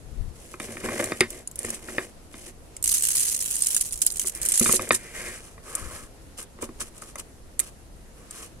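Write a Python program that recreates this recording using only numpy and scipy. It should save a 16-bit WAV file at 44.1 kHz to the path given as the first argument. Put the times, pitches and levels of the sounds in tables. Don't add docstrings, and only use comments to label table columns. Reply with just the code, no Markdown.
import sys
import numpy as np
from scipy import signal
from scipy.fft import rfft, irfft
from scipy.io import wavfile
from scipy.ndimage import uniform_filter1d

SR = 44100
rng = np.random.default_rng(int(sys.argv[2]) if len(sys.argv) > 2 else 0)


def wrap_up_sound(samples):
    columns = np.atleast_2d(samples).T
    tamed = np.clip(columns, -1, 1)
    steps = np.round(tamed * 32767).astype(np.int16)
    wavfile.write(sys.argv[1], SR, steps)


N = 379260

# f/Hz, level/dB per Hz (only the shape counts)
AIR_COLOUR = [(35, -29), (60, -19.5), (108, -1), (472, -4.5), (889, -13), (3310, -22), (7000, -21.5),
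              (9270, -16.5), (14500, -57)]
# f/Hz, likeness (1 = the same)
AIR_LIKENESS = [(60, 0.42), (300, 0.79), (1000, 0.056), (3000, 0.013)]
# strongest t/s, rise/s, fall/s, level over the breeze/dB
WIND_GUSTS = [(0.27, 0.57, 0.13, 13), (5.83, 0.039, 0.29, 11)]

# f/Hz, level/dB, time to fade by 60 dB/s
PLANK_MODES = [(101.8, -14, 0.18), (232, -5.5, 0.12), (325, -4.5, 0.059), (369, -3, 0.088),
               (476, -1.5, 0.024), (607, -2.5, 0.0089)]
# f/Hz, level/dB, time to fade by 60 dB/s
HOUSING_MODES = [(542, -0.5, 0.032), (1100, 2.5, 0.015), (1271, 0.5, 0.018), (1630, 1, 0.012),
                 (1860, -1, 0.027), (2080, -0.5, 0.022), (2413, 2, 0.017), (2850, 1, 0.0045),
                 (3666, -5, 0.029), (4740, 4, 0.0058)]
# t/s, housing strength/dB, plank strength/dB, housing pitch f/Hz
PLANK_KNOCKS = [(0.54, -36.5, -33, 1290), (0.6, -28, -29.5, 2500), (0.687, -39.5, -29, 1400),
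                (0.815, -41, -39, 2000), (0.769, -32, -34, 1900), (0.837, -40, -27, 2000),
                (0.859, -27.5, -33, 1290), (0.887, -23, -24.5, 1260), (1.12, -20.5, -22, 2090),
                (1.207, -8, -13.5, 2300), (1.646, -31, -24.5, 1850), (1.886, -32.5, -28, 1480),
                (1.982, -16.5, -23.5, 1460), (2.341, -37, -37, 1910), (4.244, -36, -33.5, 1100),
                (4.61, -26, -14, 1820), (4.659, -19.5, -21.5, 1630), (4.693, -20.5, -19, 1130),
                (4.736, -25.5, -19.5, 2080), (4.794, -22, -22.5, 1190), (4.907, -8.5, -16, 1800),
                (5.579, -39.5, -50, 1100), (6.588, -38, -40, 1200), (6.627, -22, -26, 600),
                (6.69, -37, -32, 700), (7.022, -33.5, -43, 900), (7.156, -31, -45, 1090),
                (7.596, -28, -45, 2430)]
# start t/s, end t/s, rumble strength/dB
GRINDER_TURNS = [(0.327, 0.584, -55.5), (0.583, 0.857, -43), (0.823, 1.119, -32), (1.074, 1.43, -49),
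                 (1.564, 1.794, -43.5), (1.792, 2.106, -45), (2.296, 2.512, -51), (4.572, 4.908, -40.5)]
# start t/s, end t/s, rasp strength/dB, rasp pitch f/Hz
GRINDER_SLIDES = [(4.316, 4.58, -47, 1900), (4.927, 5.155, -50, 1960), (5.125, 5.401, -42, 1900),
                  (5.621, 6.065, -44, 1390), (8.135, 8.503, -61, 1420)]
# start t/s, end t/s, rustle strength/dB
FINGER_TOUCHES = [(1.6, 1.814, -46.5), (5.383, 5.544, -49.5), (6.366, 6.437, -40.5), (6.605, 6.647, -34),
                  (6.786, 6.824, -35), (6.82, 6.895, -52), (6.926, 7.123, -49), (7.174, 7.2, -34.5),
                  (7.58, 7.698, -48), (8.291, 8.477, -46.5)]
# f/Hz, level/dB per Hz (only the shape counts)
SKIN_COLOUR = [(1470, -24), (2500, -7), (4290, -11), (9780, 0), (16300, -29.5)]

# f/Hz, level/dB per Hz (only the shape counts)
STEEL_COLOUR = [(700, -29.5), (3060, -13.5), (4000, -14), (5280, -12), (6100, -8), (9320, -3),
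                (15500, -21.5)]
# t/s, peak level before left-right balance/dB
LOUD_BEANS = [(0.599, -24), (1.041, -13.5), (1.057, -21), (1.2065, -7.5), (1.3037, -19), (1.474, -16.5),
              (1.513, -27.5), (1.557, -24), (1.59, -14.5), (1.6303, -23), (1.649, -17.5), (1.703, -14),
              (1.745, -21.5), (2.7657, -22.5), (2.826, -13.5), (2.8404, -7.5), (2.8759, -6.5), (2.9166, -8),
              (2.939, -11), (2.9446, -10), (2.9817, -9), (3.034, -10.5), (3.1, -20), (3.169, -10),
              (3.2049, -19), (3.228, -17), (3.348, -11.5), (3.412, -14), (3.51, -14), (3.555, -11.5),
              (3.6214, -5), (3.668, -8), (3.69, -18), (3.746, -7), (3.7648, -5), (3.8102, -7.5),
              (3.9236, -14), (3.975, -20.5), (4.017, -5.5), (4.0645, -3), (4.121, -17.5), (4.182, -20),
              (4.1953, -7), (4.215, -19.5), (4.2716, -13), (4.281, -13.5), (4.3495, -19.5), (4.4152, -14.5),
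              (4.43, -17.5), (4.4516, -10.5), (4.46, -10.5), (4.487, -6.5), (4.5196, -7), (4.555, -14),
              (4.576, -4.5), (4.596, -1.5), (4.677, -12), (4.725, -2.5), (4.755, -24), (4.8199, -16.5),
              (4.8898, -18), (5.7516, -9.5), (6.427, -25.5), (6.6222, -18.5), (6.805, -17), (6.979, -31.5),
              (7.019, -28), (7.156, -26.5), (7.5924, -5.5), (7.5991, -7.5), (8.309, -22.5)]
# t/s, patter strength/dB
POUR_STREAM = [(2.83, -54), (2.845, -24), (3.07, -23), (3.27, -24), (3.38, -28.5), (3.7, -29.5),
               (3.95, -36.5), (4.3, -32), (4.34, -69)]
# start t/s, fullest t/s, end t/s, patter strength/dB
BEAN_SHIFTS = [(4.498, 4.589, 4.765, -21), (4.912, 4.932, 4.952, -21.5)]

AIR_DB, BREEZE_DB = -51, -50.5
GUST_PAN = 1.6

TURN_RASP_DB, TURN_RASP_HZ = -7, 1900
TURN_RUSTLE_DB, TURN_RUSTLE_FOLLOWS = -21.5, 0.5
SLIDE_RUMBLE_DB, SLIDE_RUSTLE_DB = -3.5, 1.5
TOUCH_RUMBLE_DB, TOUCH_RASP_DB, TOUCH_RASP_HZ = -12, -9, 1400
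STROKE_ATTACK, STROKE_RELEASE = 0.089, 0.21
STROKE_EDGE_DB = -13

SHIFT_SWELL_DB, SHIFT_FADE_DB_PER_S = 9, 912
GLASS_CUT_HZ = 12300
SCATTER_DB, SCATTER_FOLLOWS, SCATTER_FADE_DB_PER_S = -18.5, 0.65, 394
SILENT_DB = -110
CUTOFF_HZ = 16500


def from_db(db):
    return 10 ** (np.asarray(db) / 20)


def rms_one(x):
    return x / np.sqrt(np.mean(x ** 2) + 1e-20)


def at_hz(points, hz):
    points = np.array(points)
    return np.interp(np.log(hz), np.log(points[:, 0]), points[:, 1])


def sides(pan_db):
    return from_db([pan_db / 2, -pan_db / 2])


def drift(rate_hz):
    r = np.exp(-80 * np.pi * rate_hz / SR)
    slow = signal.lfilter([1], [1, -2 * r, r * r], rng.standard_normal(N // 40 + 2002))
    slow = rms_one(slow[2000:])
    return np.interp(np.arange(N) / 40, np.arange(len(slow)), slow)


def grains(per_s, spread_db):
    sizes = from_db(spread_db * np.minimum(rng.exponential(1, N), 3.0))
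    sizes = sizes * rng.choice([-1, 1], N)
    sizes = sizes / np.sqrt(uniform_filter1d(sizes ** 2, size=SR // 4))
    happens = rng.random(N) < per_s / SR
    return sizes * happens * np.sqrt(SR / per_s)


def hit_shape(colour, bright_hz, focus_db, clack_t60, tail_t60, tail_db, lumps_db):
    t = np.arange(4096) / SR
    hz = np.maximum(np.fft.rfftfreq(4096, 1 / SR), 100)
    strong_modes = np.interp(hz, np.linspace(0, SR / 2, 110), rng.standard_normal(110))
    off_focus = np.minimum(abs(np.log2(hz / bright_hz)), 1)
    level_db = at_hz(colour, hz) + lumps_db * strong_modes - focus_db * off_focus
    fade = from_db(-60 * t / clack_t60) + from_db(tail_db - 60 * t / tail_t60)
    fade = fade * np.minimum(t / 0.0009, 1) * (1 - t / t[-1])
    noise = rng.standard_normal((2, 4096))
    hit = irfft(rfft(noise) * from_db(level_db)) * fade
    return hit / np.sqrt(np.sum(hit ** 2, 1, keepdims=True))


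def scattered(contacts, hits):
    dealt = rng.integers(0, len(hits), N)
    out = np.zeros((2, N))
    for k, hit in enumerate(hits):
        out += signal.oaconvolve([contacts * (dealt == k)], hit, axes=1)[:, :N]
    return out


def wind():
    t = np.arange(N) / SR
    gust_db = sum(np.interp(t, [s - rise, s, s + fall], [0, db, 0]) for s, rise, fall, db in WIND_GUSTS)
    low_band = signal.butter(2, [13, 65], "band", fs=SR, output="sos")
    mid, side = signal.sosfilt(low_band, rng.standard_normal((2, N)))
    gain = from_db(BREEZE_DB + gust_db + 2 * drift(8.3)) * sides(GUST_PAN * gust_db)
    return rms_one(mid + 0.38 * side * [[1], [-1]]) * gain


def banded_noise(spectrum, patchy_db):
    out, together = 0, drift(2.0)
    edges = 45 * 2 ** np.arange(0, 9, .5)
    white = rng.standard_normal((2, 2, N))
    for k, (low, high) in enumerate(zip(edges, edges[1:])):
        band = signal.butter(2, [low, high], "band", fs=SR, output="sos")
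        mid, side = signal.sosfilt(band, white[k % 2])
        hz = np.sqrt(low * high)
        alike = np.clip(at_hz(AIR_LIKENESS, hz), -1, 1)
        gain = from_db(at_hz(spectrum, hz) + patchy_db * (together / 2 + drift(10)))
        out = out + gain * (np.sqrt(1 + alike) * mid + np.sqrt(1 - alike) * side * [[1], [-1]])
    return rms_one(out)


def garden_air():
    return from_db(AIR_DB) * banded_noise(AIR_COLOUR, patchy_db=1)


def strokes():
    rows = []
    for start, end, db in GRINDER_TURNS:
        rustle_db = TURN_RUSTLE_DB + TURN_RUSTLE_FOLLOWS * db
        rows.append((start, end, db, db + TURN_RASP_DB, TURN_RASP_HZ, rustle_db))
    for start, end, db, hz in GRINDER_SLIDES:
        rows.append((start, end, db + SLIDE_RUMBLE_DB, db, hz, db + SLIDE_RUSTLE_DB))
    for start, end, db in FINGER_TOUCHES:
        rows.append((start, end, db + TOUCH_RUMBLE_DB, db + TOUCH_RASP_DB, TOUCH_RASP_HZ, db))
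    return rows


def stroked(levels_db):
    out = np.zeros(N)
    for (start, end, *_), level_db in zip(strokes(), levels_db):
        first, last = round(start * SR), round(end * SR)
        along = np.linspace(0, 1, last - first)
        near_edge = np.maximum(1 - along / STROKE_ATTACK, 1 - (1 - along) / STROKE_RELEASE)
        out[first:last] += from_db(level_db + STROKE_EDGE_DB * np.maximum(near_edge, 0))
    r = np.exp(-1 / (0.0089 * SR))
    return signal.lfilter([1 - r], [1, -r], out)


def body(modes, slips, rub_db, rub_hz, focus_db, blows_db, blows_hz, alike):
    at = [round(row[0] * SR) for row in PLANK_KNOCKS]
    t = np.arange(3000) / SR
    settling = from_db(-60 * t / 0.012) + from_db(-13.5 - 60 * t / 0.14)
    out = np.zeros((2, N))
    for k, (hz, level_db, t60) in enumerate(modes):
        r, w = from_db(-60 / (t60 * SR)), 2 * np.pi * hz / SR
        rub_gain = stroked(rub_db - focus_db * abs(np.log2(hz / rub_hz)))
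        rubbing = slips * rub_gain * np.sqrt(1 - r * r)
        blows = np.zeros(N)
        off_pitch_db = focus_db * 0.58 * abs(np.log2(hz / blows_hz))
        blows[at] = from_db(blows_db - off_pitch_db + rng.normal(0, 2.74, len(at)))
        rattle = signal.oaconvolve(blows, settling)[:N] * rng.standard_normal(N)
        push = rubbing + 0.69 * blows + .1 * rattle + 1e-18
        resonator = [0, np.sin(w)], [1, -2 * r * np.cos(w), r * r]
        rung = signal.lfilter(*resonator, push) * from_db(level_db)
        lag = round((1 - np.clip(alike, 0, 1)) * SR / hz / 2 * rng.uniform(0.3, 1))
        out += (-1) ** k * np.array([np.roll(rung, lag), rung])
    return out


def handling():
    rumble_db, rasp_db, rasp_hz, rustle_db = np.transpose(strokes())[2:]
    housing_db, plank_db, knock_hz = np.transpose(PLANK_KNOCKS)[1:]
    t = np.arange(N) / SR
    sliding = np.any([(t > row[0]) & (t < row[1]) for row in GRINDER_SLIDES], axis=0)
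    rough = 1 - .45 * sliding
    judder = rough * (drift(25) + drift(7))
    slips = grains(900 / rough ** 2, spread_db=5 * rough) * from_db(1.9 * judder)
    planks = body(PLANK_MODES, slips, rumble_db, 320, 0.27, plank_db - 4.0, 280, alike=0.85)
    housing = body(HOUSING_MODES, slips, rasp_db, rasp_hz, 14.8, housing_db, knock_hz, alike=0.38)
    touches = [hit_shape(SKIN_COLOUR, 9000, 0, clack_t60=.012, tail_t60=.06, tail_db=-16, lumps_db=4)
               for _ in range(8)]
    brush = grains(900 / rough, spread_db=-0.5) * stroked(rustle_db) * from_db(2 * judder)
    return planks + housing + scattered(brush, touches)


def bean_hit(bright_hz, focus_db):
    return hit_shape(STEEL_COLOUR, bright_hz, focus_db, clack_t60=.018, tail_t60=.09, tail_db=-20, lumps_db=6)


def loud_beans():
    out = np.zeros((2, N + SR))
    for s, peak_db in LOUD_BEANS:
        hit = bean_hit(rng.uniform(8000, 10000), focus_db=11.0)
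        hit = hit / abs(hit).max(1, keepdims=True)
        first = round(s * SR)
        out[:, first:first + hit.shape[1]] += from_db(peak_db) * hit
    return out[:, :N]


def patter_db():
    t = np.arange(N) / SR
    levels = [np.interp(t, *np.transpose(POUR_STREAM), SILENT_DB, SILENT_DB)]
    for s, peak_db in LOUD_BEANS:
        if POUR_STREAM[0][0] < s < BEAN_SHIFTS[0][2]:
            clump_db = SCATTER_DB + SCATTER_FOLLOWS * peak_db - SCATTER_FADE_DB_PER_S * (t - s)
            levels.append(np.where(t > s, clump_db, SILENT_DB))
    for start, fullest, end, level_db in BEAN_SHIFTS:
        swell_db = np.interp(t, [start, fullest], [-SHIFT_SWELL_DB, 0], SILENT_DB)
        levels.append(level_db + swell_db - SHIFT_FADE_DB_PER_S * np.maximum(t - end, 0))
    return np.maximum(np.max(levels, axis=0), SILENT_DB)


def pour(places=32):
    level_db = patter_db()
    per_s = np.clip(350 * from_db(.5 * (level_db + 25) + 3 * drift(12)), 60, 5000)
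    hits = [bean_hit(bright_hz, focus_db=6) for bright_hz in np.geomspace(6500, 14500, places)]
    landing = grains(per_s, spread_db=2.8)
    heap = from_db(-9) * grains(10 * per_s, spread_db=3)
    patter = scattered((landing + heap) * from_db(level_db), hits)
    dulled = signal.sosfilt(signal.butter(4, GLASS_CUT_HZ, fs=SR, output="sos"), patter)
    in_bowl = np.arange(N) / SR < BEAN_SHIFTS[0][0]
    return np.where(in_bowl, patter, dulled)


def scene():
    beans = (pour() + loud_beans()) * sides(-2.5)[:, None]
    return beans + handling() + garden_air() + wind()


def record(dry):
    low_pass = signal.cheby2(16, 70, CUTOFF_HZ, fs=SR, output="sos")
    return signal.sosfilt(low_pass, np.clip(dry, -1, 1))


dry = scene()
out = record(dry)
wrap_up_sound(out)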